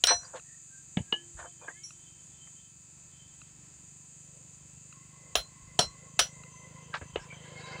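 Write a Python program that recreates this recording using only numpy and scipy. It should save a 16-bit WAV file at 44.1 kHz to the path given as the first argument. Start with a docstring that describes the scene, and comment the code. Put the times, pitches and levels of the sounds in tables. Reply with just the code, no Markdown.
"""A club hammer drives a chisel into a bicycle chain on a steel block, outdoors and close to a phone.
Each blow cracks, rattles block and chain and leaves the hammer head ringing; between blows, tools are
laid down and links scrape. Behind that a single-cylinder motorbike slowly draws near, cicadas hiss high
up, a cricket and a bird call, something ticks evenly, and a thin electric buzz lies under everything."""
import sys
import numpy as np
from scipy import signal
from scipy.fft import rfft, irfft
from scipy.io import wavfile
from scipy.ndimage import uniform_filter1d

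SR = 44100
rng = np.random.default_rng(int(sys.argv[2]) if len(sys.argv) > 2 else 0)


def bounce(signal):
    """Save signal as a 16-bit WAV file at the path given by the first command-line argument."""
    frames = np.transpose(np.atleast_2d(signal))
    limited = np.clip(frames, -1, 1)
    pcm = np.round(limited * 32767).astype(np.int16)
    wavfile.write(sys.argv[1], SR, pcm)


N = 343980
T = np.arange(N) / SR

# Hammer hits: start_s, crack_db, crack_t60_s, rattle_db, settle_s, body_db, edge_db, treble_db, thud_db,
# thud_hz, ring_rise_s, ring_scale (a looser grip rings longer), then level_db for each head mode.
# Rattle, body, edge and treble are relative to the crack.
BLOWS = [(0.0381, -4.5, .01, -20, 0.037, -16, -3, -7.5, -33, 60, 0.017, 1.4, -45.5, -23, -37, -32.5, -61, -62),
         (0.069, -22, 0.024, -19.5, 0.089, -10, 9, -21, -44, 60, 0.034, 1.12, -7.5, -18, -8, -22.5, -43, -62),
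         (1.833, -56, .012, -15, .04, -24, -4, -9, -74.5, 70, 0.0066, 1.19, -61, -36, -38.5, -62, -52, -76),
         (5.3534, -11.5, .014, -13, 0.074, -7, -3, -7, -20, 55, 0.038, 0.99, -19.5, -39, -57, -70, -58.5, -58),
         (5.79, -13, 0.02, -11, 0.076, -2.5, 2, -15.5, -16, 152, 0.041, 0.89, -12, -14.5, -29, -53, -65, -63),
         (6.191, -11.5, 0.038, -10, 0.11, -10.5, 0, -12, -26, 57, 0.019, 0.78, -23, -35, -16, -51, -48, -40)]
# Ring of the hammer head: pitch_hz, t60_s
HEAD_MODES = [(4115, 0.17), (5565, 0.14), (5872, 0.2), (8259, 0.15), (10065, 0.25), (10850, 0.22)]
# Clank of the chisel: pitch_hz, level_db (relative to the crack), t60_s
CHISEL_MODES = [(437, -10, .04), (714.5, -2.5, 0.036), (1400, -7.5, 0.017), (3065, -2.5, 0.021),
                (3962, -3.5, 0.015), (6730, -8, .015)]
# Colour of block, chisel and chain together: pitch_hz, width_hz, gain_db
CLATTER = [(620, 250, 3.5), (1400, 270, 5), (3100, 630, 2.5), (4000, 620, 3), (5100, 370, -4.5),
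           (5830, 490, -4.5), (6890, 260, -2), (8900, 1600, 4), (10900, 1100, 3), (15000, 640, -10.5)]


def hammer():
    """Each blow rattles block and chain; the head's ring swells in just after the crack. Rows: mid, side."""
    out, t = np.zeros((2, N)), np.arange(int(.5 * SR)) / SR
    for (start, crack_db, crack_t60, rattle_db, settle, body_db, edge_db, treble_db,
         thud_db, thud_hz, ring_rise_s, ring_scale, *head_db) in BLOWS:
        crack, rattle = strike(t, crack_db, crack_t60, rattle_db, rattle_t60=.17, settle_s=settle)
        noise, side_noise = rng.standard_normal((2, len(t)))
        hit = crack + rattle
        fizz = .45 * crack + rattle  # the highest treble is mostly rattle
        bands = [(300, 1100, body_db, hit), (1700, 3980, 0, hit), (4180, 6310, edge_db, hit),
                 (6500, 12400, treble_db, fizz), (14210, 16000, treble_db - 11, fizz)]
        clatter = sum(undb(db) * excite(lambda x: band(resonate(x, CLATTER), lo, hi), noise, envelope)
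                      for lo, hi, db, envelope in bands)
        # only the treble has stereo width
        side = excite(lambda x: band(resonate(x, CLATTER), 5200, 16000, passes=2), side_noise, fizz)
        # the gripped chisel rings at once and dies fast
        chisel = sum(mode(t, hz, crack_db + db + (body_db if hz < 1700 else 0), t60)
                     for hz, db, t60 in CHISEL_MODES)
        chisel *= np.minimum(t / .00081, 1)
        head = sum(mode(t, hz, db, ring_scale * t60, phase=rng.random())
                   for (hz, t60), db in zip(HEAD_MODES, head_db))
        head *= 1 - np.exp(-(t / ring_rise_s) ** 1.5)
        mid = clatter + chisel + head + thud(t, thud_db, thud_hz)
        add(out, start, np.array([mid, undb(treble_db - 3) * side]))
    return out


def strike(t, crack_db, crack_t60, rattle_db, rattle_t60, settle_s):
    """Two envelopes: a sharp crack, and a grainy rattle that stops when the loose parts settle."""
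    crack = np.minimum(t / .0016, 1) ** 2 * fade(t, crack_t60)
    grains = undb(rattle_db + .56 * walk(700, size=len(t)))
    rattle = np.minimum(t / .0023, 1) * grains * fade(t, rattle_t60) / (1 + (t / settle_s) ** 6)
    return undb(crack_db) * crack, undb(crack_db) * rattle


def thud(t, db, hz):
    """The ground answers low and late; the deeper, the later."""
    rise_s = .024 * (60 / hz) ** 2
    return (1 - np.exp(-(t / rise_s) ** 2)) * mode(t, hz, db, t60=6.4 / hz)


# Tools set down on ground and block: start_s, crack_db, rattle_db, edge_hz, body_db, body_hz, thud_db,
# thud_hz, frame_db. Rattle and body are relative to the crack.
KNOCKS = [(0.97, -21, -21.5, 2740, 4, 630, -9.5, 185, -51.5),
          (1.124, -21, -24.5, 3210, 7, 740, -26.5, 200, -30),
          (1.68, -33.5, -9, 1603, -6.5, 630, -69, 120, -76),
          (6.939, -44, 5.5, 3370, 9.5, 1400, -60, 127, -66),
          (7.011, -46.5, 1, 1760, 1.5, 480, -26.5, 84, -77),
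          (7.157, -22, -20.5, 2780, 8.5, 790, -37, 83.2, -49)]
# Ring of the bicycle frame: pitch_hz, level_db (relative to frame_db), t60_s
FRAME_MODES = [(345, -26.5, 0.81), (345, -37, 5.7), (990, -17.5, 0.06), (1703, -5, 0.2), (2900, -9, 0.08),
               (2900, 13.5, 0.075), (2946, 8.5, 0.12), (3105, -9, 0.29), (4410, -15.5, 0.057),
               (5014, -25.5, .05), (10600, -27, .04)]
# Bright jingle of chain links, also in the chain drag: pitch_hz, width_hz, gain_db
LINKS = [(395, 110, -9), (765, 28, -9.5), (1038, 13, -6), (1424, 100, -8.5), (1670, 54, -5), (2150, 42, -4),
         (2623, 45, -9.5), (3110, 22, -9), (3900, 16, -13), (4560, 400, -4), (4870, 57, -14)]
# Hollow colour of loose parts, also in the scrapes: pitch_hz, width_hz, gain_db
PARTS = [(505, 30, -3.5), (700.4, 20, -0.5), (888, 32, -6), (1070, 62, -3), (1544, 130, -6),
         (1797, 56, -0.5), (2380, 60, -20), (2663, 23, -11.5), (3162, 54, -19), (3812, 38, -22.5)]


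def tool_knocks():
    """Duller impacts with a bright edge and a hollow body; some set the bicycle frame ringing."""
    out, t = np.zeros(N), np.arange(int(1.5 * SR)) / SR
    for start, crack_db, rattle_db, edge_hz, body_db, body_hz, thud_db, thud_hz, frame_db in KNOCKS:
        hit = sum(strike(t, crack_db, crack_t60=.011, rattle_db=rattle_db,
                         rattle_t60=.12, settle_s=.0528))
        noise = rng.standard_normal(len(t))
        edge = excite(lambda x: steep(resonate(x, LINKS) + .36 * x, edge_hz, .6 * edge_hz), noise, hit)
        body = excite(lambda x: steep(resonate(x, PARTS) + 2.3 * x, body_hz, 1.03 * body_hz), noise, hit)
        frame = sum(mode(t, hz, frame_db + db, t60) for hz, db, t60 in FRAME_MODES)
        frame *= np.minimum(t / .0045, 1)
        add(out, start, edge + undb(body_db) * body + frame + thud(t, thud_db, thud_hz))
    return out


# Short drags of links and tools: peak_s, rise_s, fall_s, level_db, centre_hz
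SCRAPES = [(.085, 0.013, 0.016, -31.5, 1400), (0.096, 0.022, 0.031, -29, 3040),
           (.109, 0.0049, 0.015, -22.5, 830), (.13, 0.02, 0.034, -46, 1120),
           (0.261, 0.058, 0.059, -57, 1210), (.337, .004, 0.031, -40, 800),
           (0.371, .02, 0.015, -48.5, 2725), (1.375, 0.0063, 0.033, -51, 1400),
           (1.391, 0.0049, 0.037, -44, 1240), (1.4, 0.023, 0.021, -59.5, 3250),
           (1.451, 0.016, 0.018, -46, 1030), (1.631, 0.023, 0.055, -52, 940),
           (2.474, .004, 0.0045, -58.5, 1750), (6.95, 0.0068, 0.024, -46.5, 3650),
           (7.23, .037, .03, -58, 2500), (7.338, 0.022, 0.041, -58.5, 1130)]


def scrapes():
    """Friction grains ring the dragged parts."""
    return swells(SCRAPES, lambda x: resonate(x, PARTS) + .21 * x, width_share=1.1, grain_db=2)


# Swell of the closing chain drag: time_s, level_db
DRAG = [(7.44, -59), (7.55, -58), (7.58, -50.5), (7.7, -49), (7.73, -46.5), (7.8, -45)]


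def chain_drag():
    """The chain is drawn off the block, each link resonance flickering on its own."""
    (db,), active = curve(DRAG)
    jingle = sum(undb(2 * walk(35)) * resonate(rng.standard_normal(N), [(hz, width, gain)])
                 * np.sqrt(100 / width) for hz, width, gain in LINKS)
    return uniform_filter1d(active * undb(db), size=800) * unit(steep(jingle, 2790, 5300))


# Dull low thumps, many trailing a blow or knock: peak_s, fall_s, level_db, centre_hz
THUMPS = [(0.131, 0.041, -56, 70.5), (.4, .04, -61.5, 58.3), (0.999, 0.013, -40, 150),
          (1.198, 0.072, -71, 320), (1.37, .08, -58, 78), (5.66, 0.064, -57, 60),
          (5.819, 0.025, -46.5, 300), (5.84, 0.036, -44.5, 60.7), (6.381, 0.028, -55.5, 70.3),
          (7.15, 0.038, -49.5, 70.5)]


def thumps():
    """Short, grainy swells of low noise."""
    events = [(peak, .9 * fall, fall, db, hz) for peak, fall, db, hz in THUMPS]
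    return swells(events, lambda x: x, width_share=1, grain_db=4)


# Thin squeaks and tings: peak_s, fall_s, level_db, pitch_hz, blur_hz
METAL_TONES = [(.255, 0.019, -57, 4800, 502), (.5, .08, -67.5, 1850, 199), (.75, 0.066, -67, 1580, 90.7),
               (1.06, 0.1, -69.5, 1630, 30), (1.64, 0.044, -65, 2440, 201),
               (1.683, 0.0076, -38.5, 1650, 250.2), (1.77, 0.025, -63.5, 1726, 40),
               (6.948, .02, -43, 1620, 200), (7.17, 0.0065, -53, 718, 58.3),
               (7.2, 0.028, -57.5, 1620, 60.5), (7.22, 0.028, -64, 5300, 900),
               (7.315, 0.03, -52, 2310, 219), (7.575, 0.035, -53, 2140, 69.4), (7.66, 0.049, -58, 3900, 99),
               (7.68, 0.041, -58.5, 1580, 59.4), (7.735, 0.026, -47, 2116, 80)]


def metal_tones():
    """Rubbed or jolted metal sings briefly on one blurred pitch."""
    lead_s = .12
    out, t = np.zeros(N), np.arange(-lead_s, .3, 1 / SR)
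    for peak, fall, db, hz, blur_hz in METAL_TONES:
        swell = undb(db) * np.exp(-np.where(t < 0, t / (.68 * fall), t / fall) ** 2)
        add(out, peak - lead_s, swell * waver(np.full(len(t), hz), blur_hz, clean=.43))
    return out


# Engine pace: time_s, firing_hz
FIRING = [(0.0, 22.83), (0.91, 22.93), (1.65, 23.4), (2.3, 23.29), (2.91, 23.95), (4.25, 24.58),
          (5.19, 25.27), (5.47, 25.64), (6.21, 26.2), (6.8, 26.23), (7.1, 25), (7.28, 26.5), (7.8, 25.7)]
# Boom of the exhaust pipe: pitch_hz, width_hz, gain_db
EXHAUST = [(95, 120, 2), (150, 35, 14), (290, 77, -29)]
# Whirr of gears and valves: pitch_hz, width_hz, gain_db
GEARS = [(502.4, 118, -0.5), (1006, 49.4, -4), (1380, 72, -14), (2000, 85, -7), (2690, 44, -8.5),
         (3116, 100, -6), (3870, 720, -12.5)]


def motorbike():
    """One firing a cycle rings the exhaust and pushes the gear whirr, which gains as the bike nears."""
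    start_m, speed_m_s = 98.3, 10.46
    exhaust_db, gear_db, gear_loss_db_per_m = -25.5, -23, .31  # levels before distance losses
    metres = start_m - speed_m_s * T
    (firing_hz,), _ = curve(FIRING)
    cycles = np.cumsum(firing_hz * (1 + .0068 * walk(54))) / SR
    firings = np.diff(np.floor(cycles), prepend=0) * undb(walk(25))
    exhaust = undb(exhaust_db) * unit(band(resonate(firings, EXHAUST), 52, 430))
    push = .9 + np.exp(-(cycles % 1) / .9)
    whirr = sum(undb(2.5 * walk(10)) * resonate(rng.standard_normal(N) * push, [(hz, width, gain)])
                * np.sqrt(50 / width) for hz, width, gain in GEARS)
    gears = undb(gear_db - gear_loss_db_per_m * metres) * unit(steep(whirr, 2600, 6200))
    return (exhaust + gears) / metres


# Whine of the approaching bike: time_s, lower_hz, lower_db, upper_db
WHINE = [(4.9, 1075, -79.5, -77.5), (5.55, 1075, -68, -76), (6.2, 1075, -73.5, -66.5),
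         (6.45, 1035, -68.5, -64), (6.8, 1017, -60, -69), (6.95, 1020, -75, -81), (7.4, 1022, -71, -91)]


def motorbike_whine():
    """Two wavering whines, about an octave apart, come with the motorbike."""
    (lower_hz, lower_db, upper_db), active = curve(WHINE)
    upper_hz = np.full(N, 2040)
    whine = sum(undb(db + 3 * walk(16)) * waver(hz, blur_hz=120, clean=0)
                for hz, db in ((lower_hz, lower_db), (upper_hz, upper_db)))
    return uniform_filter1d(1. * active, size=4000) * whine


# Level ride of the cicada chorus: time_s, level_db
CICADA_LEVEL = [(0.0, -53.5), (0.87, -52), (1.78, -54), (2.5, -53), (2.67, -55.5), (3.54, -56), (4.23, -52),
                (4.54, -55), (7.8, -58)]
# Colour of its hiss: frequency_hz, relative_db
CICADA_SPECTRUM = [(3240, -61), (5500, -76.5), (5890, -12.5), (6170, -6.5), (6740, 4), (7170, 4.5),
                   (7970, -0.5), (8520, -6), (9180, -14), (9500, -22.5), (11500, -36), (15000, -45),
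                   (22000, -120)]


def cicadas():
    """Dense clicks merge into a high hiss; near the end one cicada stands out as a shrill line."""
    (db,), _ = curve(CICADA_LEVEL)
    chorus = undb(db + .4 * walk(400) + .56 * walk(12)) * coloured(CICADA_SPECTRUM)
    solo_level = gate([(6, 8)], ramp_samples=6000) * undb(-70.5 + 3.4 * walk(10))
    return chorus + solo_level * waver(np.full(N, 6235.5), blur_hz=60, clean=.19)


# Bouts of cricket song: start_s, end_s
CRICKET_BOUTS = [(1.4, 2.72), (3.12, 3.5)]
# Accents on its lower line: peak_s, half_length_s, level_db
CHIRPS = [(1.472, .015, -70), (1.836, 0.021, -76), (2.03, 0.06, -74), (2.2, .03, -74), (2.432, 0.037, -62),
          (2.652, 0.016, -69), (3.25, 0.052, -67)]


def cricket():
    """Two narrow bands throb in bouts; the lower one swells into chirps."""
    bouts = gate(CRICKET_BOUTS, ramp_samples=2000)
    chirps = sum(undb(db) * np.exp(-((T - peak) / half) ** 2) for peak, half, db in CHIRPS)
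    out = np.zeros(N)
    for hz, width_hz, db, accents in ((3118, 57, -73.5, chirps), (3450, 93, -78.5, 0)):
        level = bouts * undb(db + 2.5 * walk(30)) + accents
        out += level * unit(band(rng.standard_normal(N), hz - width_hz / 2, hz + width_hz / 2))
    return out


def bird(start_s=1.69, length_s=.17, from_hz=1790, to_hz=2240):
    """One whistle that fades as it rises."""
    out = np.zeros(N)
    progress = np.arange(int(length_s * SR)) / (length_s * SR)
    glide_hz = from_hz + (to_hz - from_hz) * (1 - (1 - progress) ** 2)
    envelope = undb(-62 - 11 * progress) * np.sin(np.pi * progress) ** .2
    add(out, start_s, envelope * waver(glide_hz, blur_hz=70, clean=1))
    return out


def ticks(first_s=.3962, every_s=1.5099, length_s=.0039, pulse_hz=1326):
    """A faint tick of five pulses returns at an even pace."""
    out, t = np.zeros(N), np.arange(int(length_s * SR)) / SR
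    pulses = sum(gain * np.cos(2 * np.pi * order * pulse_hz * t)
                 for order, gain in enumerate((.51, .58, .26, .043), start=1))
    tick = -undb(-43.5) * pulses * np.sin(np.pi * t / length_s) ** .32
    for start in np.arange(first_s, N / SR, every_s):
        add(out, start, tick)
    return out


# Harmonics that stick out of the buzz: harmonic_number, level_db
BUZZ_PEAKS = [(22, -82.5), (30, -85.5), (43, -75.5), (82, -84.5)]


def electric_buzz(fundamental_hz=60.27):
    """A thin comb of steady upper harmonics, with a fainter patch at the very top."""
    orders = np.r_[18:100, 236:262]
    db = np.where(orders < 100, -95, -104) + 5.5 * rng.standard_normal(len(orders))
    for order, peak_db in BUZZ_PEAKS:
        db[orders == order] = peak_db
    spectrum = np.zeros(N // 2 + 1, complex)
    bins = np.round(orders * fundamental_hz * N / SR).astype(int)
    spectrum[bins] = undb(db) * np.exp(2j * np.pi * rng.random(len(orders)))
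    return irfft(spectrum, N) * N / np.sqrt(2)


# Colour of the outdoor bed: frequency_hz, relative_db
AIR_SPECTRUM = [(15, -22.5), (40, -9), (80, -1), (150, -3), (230, -13.5), (320, -9.5), (420, -19.5),
                (850, -20.5), (960, -17.5), (1200, -23.5), (2500, -21.5), (3500, -27.5), (5600, -25.5),
                (7300, -56.5), (12000, -120)]


def air():
    """A low, gently drifting outdoor rumble with a faint steady fizz on top."""
    rumble = undb(-64.5 + 1.4 * walk(3.13)) * coloured(AIR_SPECTRUM)
    fizz = undb(-96) * unit(band(rng.standard_normal(N), 14200, 15900, passes=2))
    return rumble + fizz


def swells(table, body, width_share, grain_db):
    """Short swells of uneven grains excite a body; bandwidth is a share of the centre frequency."""
    lead_s = .08
    out, t = np.zeros(N), np.arange(-lead_s, .3, 1 / SR)
    for peak, rise, fall, db, hz in table:
        grains = undb(db + grain_db * walk(250, size=len(t)))
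        swell = grains * np.exp(-np.where(t < 0, (t / rise) ** 2, np.abs(t / fall) ** 1.6))
        noise = rng.standard_normal(len(t))
        add(out, peak - lead_s, excite(lambda x: steep(body(x), hz, width_share * hz), noise, swell))
    return out


def waver(hz, blur_hz, clean):
    """A line smeared into a narrow band around its pitch; clean is the amplitude of pure tone in it."""
    size = len(hz)
    smear = clean + walk(blur_hz, size=2 * size)[:size] + 1j * walk(blur_hz, size=2 * size)[:size]
    return np.real(smear * np.exp(2j * np.pi * np.cumsum(hz) / SR))


def excite(body, noise, envelope):
    """Shaped noise through a filter, scaled so that steady noise would come out at rms 1."""
    return body(noise * envelope) / np.std(body(noise))


def resonate(x, peaks):
    """Sum of resonances (pitch_hz, width_hz, gain_db) with alternating sign."""
    return sum((-1) ** k * undb(db) * signal.lfilter(*signal.iirpeak(hz, hz / width, SR), x)
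               for k, (hz, width, db) in enumerate(peaks))


def band(x, lo_hz, hi_hz, passes=1):
    sos = signal.butter(2, [lo_hz, min(hi_hz, .45 * SR)], "bandpass", fs=SR, output="sos")
    return signal.sosfilt(np.tile(sos, (passes, 1)), x)


def steep(x, hz, width_hz):
    """Two band-passes in series, gentler on the low side."""
    lo_hz, hi_hz = max(hz - width_hz / 2, 20), hz + width_hz / 2
    return band(band(x, lo_hz, hi_hz), .58 * lo_hz, hi_hz)


def coloured(spectrum):
    """Noise of rms 1 shaped by (frequency_hz, relative_db) points."""
    hz, db = np.transpose(spectrum)
    log_hz = np.log(np.arange(N // 2 + 1) * SR / N + 1)
    gain = undb(np.interp(log_hz, np.log(hz), db))
    return unit(irfft(rfft(rng.standard_normal(N)) * gain, N))


def walk(rate_hz, size=N):
    """Random levels joined by ramps; spread near 1."""
    hold = max(int(SR / rate_hz), 1)
    steps = np.repeat(rng.standard_normal(size // hold + 1), hold)
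    return 1.7 * uniform_filter1d(steps, hold)[:size]


def curve(table):
    """Each column interpolated over time, and a mask of the span the table covers."""
    times, *columns = np.transpose(table)
    return [np.interp(T, times, column) for column in columns], (T > times[0]) & (T < times[-1])


def gate(spans, ramp_samples):
    """Opens softly for each (start_s, end_s)."""
    return uniform_filter1d(sum(1. * (T > start) * (T < end) for start, end in spans), ramp_samples)


def mode(t, hz, db, t60, phase=0):
    """A decaying sine; phase is in cycles."""
    return undb(db) * fade(t, t60) * np.sin(2 * np.pi * (hz * t + phase))


def fade(t, t60):
    return np.exp(-np.log(1000) * t / t60)


def undb(db):
    return 10 ** (np.asarray(db) / 20)


def unit(x):
    return x / np.sqrt(np.mean(x ** 2))


def add(out, start_s, x):
    i = int(start_s * SR)
    out[..., i:i + x.shape[-1]] += x[..., :N - i]


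def scene():
    """Left and right: everything sits in the centre except the hammer's treble."""
    blows, side = hammer()
    close_sounds = tool_knocks() + scrapes() + thumps() + chain_drag() + metal_tones()
    traffic = motorbike() + motorbike_whine()
    wildlife = cicadas() + cricket() + bird()
    mid = blows + close_sounds + traffic + wildlife + ticks() + electric_buzz() + air()
    return np.array([mid + side, mid - side])


def record(dry):
    """The phone drops the deepest bass and cuts the top steeply."""
    dry = signal.sosfilt(signal.butter(2, 42, "highpass", fs=SR, output="sos"), dry)
    return signal.sosfilt(signal.ellip(10, .2, 70, 15900, fs=SR, output="sos"), dry)


dry = scene()
out = record(dry)
bounce(out)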